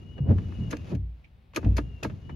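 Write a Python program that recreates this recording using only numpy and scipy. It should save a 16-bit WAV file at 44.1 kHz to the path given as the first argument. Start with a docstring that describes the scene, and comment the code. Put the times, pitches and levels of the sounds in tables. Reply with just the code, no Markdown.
"""Inside a parked car in light rain, a stereo microphone an arm's length from the windshield.
The wipers sweep out and back, pause, then begin again. Their blades swish over wet glass and thump
the cabin as they start, turn and park, while the motor hums and whines. Overhead, four sharp knocks,
probably heavy drips, ring the roof among lighter ticks. A low, steady cabin tone lies underneath."""
import sys
import numpy as np
from scipy import signal
from scipy.fft import rfft, irfft
from scipy.io import wavfile

SR = 44100
rng = np.random.default_rng(int(sys.argv[2]) if len(sys.argv) > 2 else 0)


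def put_to_file(sound):
    """Save the sound as 16-bit audio at rate SR, in the file named by the first command-line argument."""
    columns = np.atleast_2d(sound).T  # one column per channel
    safe = np.clip(columns, -1, 1)
    whole_steps = np.round(safe * 32767)
    wavfile.write(sys.argv[1], SR, whole_steps.astype(np.int16))


N = 103635
T = np.arange(N) / SR
HZ = np.maximum(np.arange(N // 2 + 1) * SR / N, 1)

# The strokes across the glass: time_s, rumble_db, swish_db
STROKES = [(0, -42.5, -60.5), (.17, -43.5, -64.5), (.25, -32, -82.5), (.36, -28.5, -55.5),
           (.55, -38.5, -54.5), (.63, -32, -54), (.8, -38.5, -56.5), (.92, -38.5, -47.5), (.98, -40.5, -84),
           (1.2, -63, -71), (1.53, -64, -98), (1.62, -39.5, -54), (1.7, -29.5, -58), (1.86, -38.5, -62),
           (1.98, -46, -61.5), (2.12, -34.5, -59), (2.21, -45, -62), (2.33, -36, -62.5)]
# Rubber leaning over: peak_s, level_db, rise_s, fall_s, tilt_db_per_octave
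RUBBER_SCUFFS = [(0.189, -39, 0.014, 0.016, 2.5), (.315, -20.5, 0.027, 0.015, 0.4),
                 (0.629, -41, 0.051, 0.026, -3.5), (.923, -26, 0.005, 0.02, 0.45),
                 (1.664, -25, 0.019, 0.023, -1.5)]
# Colours of linkage, wet rubber and scuff, heard from the seat: frequency_hz, level_db
RUMBLE_SPECTRUM = [(20, -28), (38, -6.5), (55, -5), (85, 3), (120, -2), (190, -8), (260, -13), (400, -22.5),
                   (650, -37), (4000, -78.5)]
SWISH_SPECTRUM = [(100, 4), (300, 10.5), (1500, -4), (2800, -6.5), (4200, -12.5), (6800, -16.5),
                  (8000, -34), (10000, -23), (13000, -33), (16000, -39)]
SCUFF_SPECTRUM = [(25, -12.5), (60, 0), (130, 3), (220, 4), (320, -2.5), (510, -8.5), (750, -16.5),
                  (1200, -30.5), (2500, -40.5), (12000, -83)]
def blades():
    """Just ahead, the linkage rumbles and wet rubber swishes along, scuffing where it leans over."""
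    rumble_db, swish_db = in_time(STROKES)
    scuffs = sum(amp(db) * burst(s, rise, fall) * noise(SCUFF_SPECTRUM, tilt_db)
                 for s, db, rise, fall, tilt_db in RUBBER_SCUFFS)
    grain_db = 1.5 * drift(rate_hz=150)
    swish = amp(swish_db + grain_db) * noise(SWISH_SPECTRUM)
    return amp(rumble_db) * noise(RUMBLE_SPECTRUM) + swish + scuffs


# The blades start, turn and park: start_s, cabin_db, glass_db, panel_db, arm_hz, arm_db, arm_t60_s,
# sag_fraction
JOLTS = [(0.2035, -30, -23.5, -50, 137.7, -12.5, 0.13, 0.04),
         (0.2852, -43, -7, -22, 134.4, -8.5, 0.08, 0.1), (0.3189, -53, -51, -20.5, 238.6, -22, 0.27, .29),
         (0.5867, -46, -26, -25.5, 176.9, -28, 0.41, 0.05),
         (0.9312, -30, -48, -24.5, 134.4, -20, 0.22, .36),
         (0.9477, -28.5, -18.5, -37, 280.4, -25, 0.078, 0.12),
         (1.0155, -27.5, -33, -58, 161.7, -42, 0.36, 0.07),
         (1.6437, -14, -12.5, -21.5, 140, -24, 0.49, 0.27),
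         (1.6616, -19.5, -12, -25.5, 318, -21.5, 0.081, 0.37),
         (2.036, -37, -34, -27, 123.6, -27, .35, 0.46)]
# Body panels around the microphone: pitch_hz, relative_db, t60_s
PANEL_MODES = [(77, -7.5, 0.24), (129.9, -3, 0.31), (159.4, -5.5, 0.28), (206.4, -1.5, 0.19),
               (283.4, -10, 0.17)]
def thumps():
    """Each jolt rings the cabin air, windshield, panels and wiper arm, whose pitch sinks as it relaxes."""
    out = 0
    for s, cabin_db, glass_db, panel_db, arm_hz, arm_db, arm_t60, sag in JOLTS:
        boom = amp(cabin_db) * mode(s, hz=58.1, t60_s=0.53, rise_s=0.023)
        glass = amp(glass_db) * mode(s, hz=92.95, t60_s=0.3, rise_s=0.011)
        arm = amp(arm_db) * mode(s, arm_hz, arm_t60, rise_s=0.0051, sag=sag)
        panels = sum(amp(panel_db + db) * mode(s, hz, t60, rise_s=0.008) * cabin_pan(hz)
                     for hz, db, t60 in PANEL_MODES)
        out = out + boom + glass + arm + panels
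    return out


# Motor whine, one list per run: time_s, pitch_hz, level_db
MOTOR_RUNS = [
    [(0, 2825, -75.5), (.1, 2902, -65), (.165, 2928, -63), (.21, 2828, -68), (.27, 2913, -65.5),
     (.37, 2925, -80), (.44, 2930, -69), (.48, 2894, -70.5), (.62, 2878, -63), (.69, 2862, -62),
     (.74, 2734, -69), (.78, 2750, -66), (.87, 2820, -79), (.93, 2780, -76)],
    [(1.58, 2520, -70), (1.63, 2570, -67), (1.7, 2584, -70), (1.76, 2640, -73.5), (1.8, 2790, -72.5),
     (1.9, 2840, -68), (1.99, 2740, -68), (2.08, 2794, -87), (2.18, 2804, -82), (2.24, 2895, -67.5),
     (2.35, 2960, -66.5)],
]
# Lower whine of the return stroke: time_s, pitch_hz, level_db
RETURN_STROKE = [(.5, 2593, -73), (.55, 2547, -67.5), (.68, 2640, -79), (.78, 2526, -64.5),
                 (.82, 2550, -73), (.89, 2590, -64), (.95, 2416, -73)]
def motor():
    """Hum in the centre and main whine on the left follow the motor's speed, which sags under load."""
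    return_tone, _, _ = whine(RETURN_STROKE)
    out = return_tone * panned(db=-2.5)
    for run in MOTOR_RUNS:
        tone, phase, running = whine(run)
        hum_db = -49.5 + 4 * drift(rate_hz=20)
        hum = amp(hum_db) * running * np.sin(phase / 30)  # one cycle to 30 of the whine
        out = out + tone * panned(db=11.5) + hum
    return out


def whine(run):
    """One slightly unsteady motor tone, with its phase and its on-off gate."""
    hz, db = in_time(run)
    running = np.clip(np.minimum(T - run[0][0], run[-1][0] - T) / 0.02 + 1, 0, 1)  # 20 ms fades
    wobble = 1 + 0.0011 * drift(rate_hz=70)
    phase = 2 * np.pi * np.cumsum(hz * wobble) / SR
    flutter_db = 3 * drift(rate_hz=41)
    return np.sqrt(2) * amp(db + flutter_db) * running * np.sin(phase), phase, running


# Heavy drips overhead: splash_s, splash_db, rise_s, ping_db, ping_hz, thud_s, thud_db,
# bass_db_per_octave, spray_db, ring_hz, ring_db
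ROOF_DRIPS = [(0.711, -42, 0.0034, -43.5, 6400, .728, -31.5, 0.5, -51.5, 297, -24.5),
              (1.562, -28.5, 0.00097, -28.5, 2558, 1.569, -28.5, 1, -66, 599, -27.5),
              (1.769, -37, 0.002, -39.5, 2574, 1.7805, -28, -0.5, -53.5, 290, -25),
              (2.033, -35.5, 0.0013, -33.5, 2613, 2.046, -30.5, 0.5, -52.5, 884, -26)]
# Colour of water hitting the roof: frequency_hz, level_db
SPLASH_SPECTRUM = [(150, -9), (400, 5.5), (900, -11), (1700, -1), (2600, -1), (3400, -6.5), (4300, -4.5),
                   (5400, -7), (6400, -4.5), (7300, -11), (7900, -21), (9600, -12.5), (12000, -13.5),
                   (14000, -21), (15800, -47)]
def splashes():
    """A heavy drip gives a bright slap with a short ping, and throws up a faint spray of droplets."""
    slap = spray = ping = 0
    waver = 1 + 0.0416 * drift(rate_hz=394)
    for s, db, rise, ping_db, ping_hz, _, _, _, spray_db, _, _ in ROOF_DRIPS:
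        slap += amp(db) * burst(s, rise, fall_s=0.008)
        spray += amp(spray_db) * burst(s, rise, fall_s=0.03)
        tone = np.sqrt(2) * np.sin(2 * np.pi * np.cumsum(ping_hz * waver) / SR)
        ping += amp(ping_db) * burst(s + 0.00061, rise_s=0.0008, fall_s=0.0031) * tone
    return (slap + spray) * noise(SPLASH_SPECTRUM) + ping * panned(db=7)


# Colour of the struck roof, heard from below: frequency_hz, level_db
THUD_SPECTRUM = [(70, -7), (160, -2.5), (300, 1), (550, 1), (780, -10.5), (1300, -4), (1900, -9.5),
                 (3000, -18), (5000, -22.5), (7000, -34), (8000, -40), (10500, -30.5), (13700, -36),
                 (14800, -59)]
def thuds():
    """A drip's blow spreads through the roof, highs first: one clean wave and its scattered echoes."""
    blows = [(s, db, bass_db) for *_, s, db, bass_db, _, _, _ in ROOF_DRIPS]
    shake = rfft(noise(THUD_SPECTRUM))
    echoes = 0
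    for hz in 1000 * 2. ** np.arange(-4, 5):
        octave_band = irfft(shake * np.maximum(1 - np.abs(np.log2(HZ / hz)), 0), N)
        slowness = 1000 / hz  # lows swell later and last longer
        rise, fall = 0.0049 * slowness ** 0.5, 0.008 * slowness ** 0.19
        for s, db, bass_db in blows:
            arrival = s + travel_s(hz)
            cabin_reverb = amp(-20) * burst(arrival, rise, fall_s=0.013)
            envelope = burst(arrival, rise, fall) + cabin_reverb
            echoes += octave_band * amp(db + bass_db * np.log2(slowness)) * envelope
    pulses = sum(amp(db + 37) * np.exp(-2j * np.pi * HZ * s) for s, db, _ in blows)
    dispersion = np.exp(-2j * np.pi * np.cumsum(travel_s(HZ)) * SR / N)
    lowpass = 1 / (1 + (HZ / 2530) ** 2)
    clean_wave = irfft(pulses * dispersion * colour(THUD_SPECTRUM) * lowpass * cabin_pan(HZ), N)
    return clean_wave + echoes


def hollow_rings():
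    """Where a drip lands, one mode of the roof rings out above the rest."""
    t60_cycles = 23.2
    return sum(amp(db) * mode(s + travel_s(hz) / 2, hz, t60_cycles / hz, rise_s=0.0049)
               for *_, s, _, _, _, hz, db in ROOF_DRIPS)


def travel_s(hz):
    """Travel time of a bending wave through the roof; lows are slower."""
    return 0.0045 * (1000 / hz) ** 0.8


# Light drops around the cabin: peak_s, level_db, tilt_db_per_octave, pan_db, fall_s
LIGHT_DROPS = [(.18, -49.5, -3, -1, 0.0089), (0.293, -45, -2, -2.5, 0.0027), (.383, -42.5, -3, 1.5, 0.0075),
               (0.524, -48.5, -5, 2, 0.0067), (0.7694, -42.5, 4, -0.5, 0.0028),
               (0.95, -50, 5, -0.5, 0.0075), (1.536, -50.5, -2, -4, 0.0072), (1.547, -48.5, 5.5, 1, 0.02),
               (1.63, -38.5, -9.5, -2, 0.012), (1.647, -42, -2, -3, 0.0062), (2.029, -35.5, -5, 0, 0.011),
               (2.099, -43.5, -3.5, 1.5, 0.0077), (2.295, -41.5, -5, 0.5, 0.01)]
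# Colour of one tap: frequency_hz, level_db
TICK_SPECTRUM = [(150, -15), (450, 0.5), (1700, 0.5), (2700, -1), (4000, -12), (6500, -16), (8200, -33.5),
                 (11000, -27), (16000, -41.5)]
def ticks():
    """Light drops tap on the glass and the body."""
    return sum(amp(db) * burst(s, rise_s=0.00073, fall_s=fall) * noise(TICK_SPECTRUM, tilt) * panned(pan)
               for s, db, tilt, pan, fall in LIGHT_DROPS)


# Resonances and dips of the roof: centre_hz, width_hz, full_boost_db
ROOF_RESONANCES = [(309, 56, 6.5), (467, 17, 5), (631, 61, 8.5), (788, 130, -14), (918, 130, 8.5),
                   (1220, 64, 8.5), (1632, 57, 8.5), (1711, 66, 9.5), (1750, 55, -5.5), (2210, 48, 7),
                   (2424, 50, 4), (2660, 35, 6), (4260, 40, 10), (6400, 110, 5.5)]
def roof(x, share):
    """The roof colours whatever lands on it; share scales each boost in decibels."""
    return x + sum((amp(share * db) - 1) * resonance(x, hz, width) for hz, width, db in ROOF_RESONANCES)


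def plink():
    """In the pause, a lone drop rings faintly, just right of centre."""
    pitch_hz = 2310
    ring = resonance(rng.standard_normal((2, N)), pitch_hz, width_hz=300)
    ring = resonance(ring, pitch_hz, width_hz=1800)
    envelope = burst(peak_s=1.246, rise_s=0.0029, fall_s=0.012)
    return amp(-54) * envelope * ring / ring.std() * panned(db=-1)


# Background inside the car: frequency_hz, level_db
CABIN_SPECTRUM = [(20, -20.5), (58, 5.5), (90, -3), (170, -9.5), (300, -25.5), (700, -25), (1500, -34.5),
                  (2500, -32.5), (4000, -39), (7000, -56), (16000, -50.5)]
def cabin_tone():
    """A quiet, low, steady rush all around the microphone."""
    return amp(-54) * noise(CABIN_SPECTRUM)


# Balance at the microphone: frequency_hz, left_minus_right_db
CABIN_BALANCE = [(60, 2), (150, 1.8), (400, 0), (1200, 2.5), (3500, 3), (10000, -0.5)]
def cabin_pan(hz):
    """Left and right gains in the cabin; most frequencies lean slightly left."""
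    return panned(at_hz(CABIN_BALANCE, hz))


# Likeness of left and right at the microphone: frequency_hz, correlation
CABIN_LIKENESS = [(60, 1), (150, 0.8), (400, 0.66), (1200, -0.14), (3500, 0.71), (10000, -0.12)]
def noise(spectrum, tilt_db=0):
    """Stereo noise of rms 1 with a given colour and the cabin's stereo image."""
    mid, side = rfft(rng.standard_normal((2, N)))
    alike = at_hz(CABIN_LIKENESS, HZ)
    stereo = np.sqrt(1 + alike) * mid + np.sqrt(1 - alike) * side * [[1], [-1]]
    x = irfft(stereo * colour(spectrum, tilt_db) * cabin_pan(HZ), N)
    return x / x.std()


def colour(spectrum, tilt_db=0):
    """Gains of a spectrum, tilted per octave and rolled off below its lowest point."""
    lowest_hz = spectrum[0][0]
    db = at_hz(spectrum, HZ) + tilt_db * np.log2(np.maximum(HZ, lowest_hz))
    return amp(db) * np.minimum(HZ / lowest_hz, 1) ** 2


def mode(start_s, hz, t60_s, rise_s, sag=0):
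    """A pushed mode swells and rings out; its pitch sinks by the fraction sag."""
    age = np.maximum(T - start_s, 0)
    relax_s = 0.0475
    cycles = hz * (age - sag * (age - relax_s * (1 - np.exp(-age / relax_s))))
    envelope = (1 - np.exp(-age / rise_s)) * np.exp(-np.log(1000) * age / t60_s)
    return envelope * np.sin(2 * np.pi * cycles)


def resonance(x, hz, width_hz):
    """Two-pole resonance with gain 1 at its peak."""
    r = np.exp(-np.pi * width_hz / SR)
    feedback = [1, -2 * r * np.cos(2 * np.pi * hz / SR), r * r]
    return signal.lfilter(np.array([1, 0, -1]) * (1 - r * r) / 2, feedback, x)


def burst(peak_s, rise_s, fall_s):
    """Envelope that swells to 1 and dies away."""
    return np.exp(-np.minimum(np.maximum((peak_s - T) / rise_s, (T - peak_s) / fall_s), 40))


def drift(rate_hz):
    """Smooth random wander of spread 1."""
    x = irfft(rfft(rng.standard_normal(N)) / (1 + (HZ / rate_hz) ** 2), N)
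    return x / x.std()


def in_time(rows):
    """Join the rows of a curve by straight lines."""
    s, *columns = np.transpose(rows)
    return [np.interp(T, s, column) for column in columns]


def at_hz(points, hz):
    """Read a table on a log-frequency axis."""
    frequencies, values = np.transpose(points)
    return np.interp(np.log(hz), np.log(frequencies), values)


def panned(db):
    """Left and right gains; positive is left."""
    return amp(np.array([[0.5], [-0.5]]) * db)


def amp(db):
    """Decibels to gain."""
    return 10 ** (np.asarray(db) / 20)


def scene():
    """From the front seat: wipers ahead, drips overhead, the quiet cabin all around."""
    wipers = blades() + thumps() + motor()
    impacts = roof(thuds(), share=0.75) + roof(splashes() + ticks(), share=0.72)
    rain = impacts + 2 * hollow_rings() + plink()
    return wipers + rain + cabin_tone()


def record(dry):
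    """The microphone, with a low cut at 22 Hz and a steep high cut at 16 kHz."""
    low_cut = signal.butter(2, 22, "high", fs=SR, output="sos")
    high_cut = signal.ellip(10, 0.2, 70, 16000, fs=SR, output="sos")
    return signal.sosfilt(high_cut, signal.sosfilt(low_cut, dry))


dry = scene()
out = record(dry)
put_to_file(out)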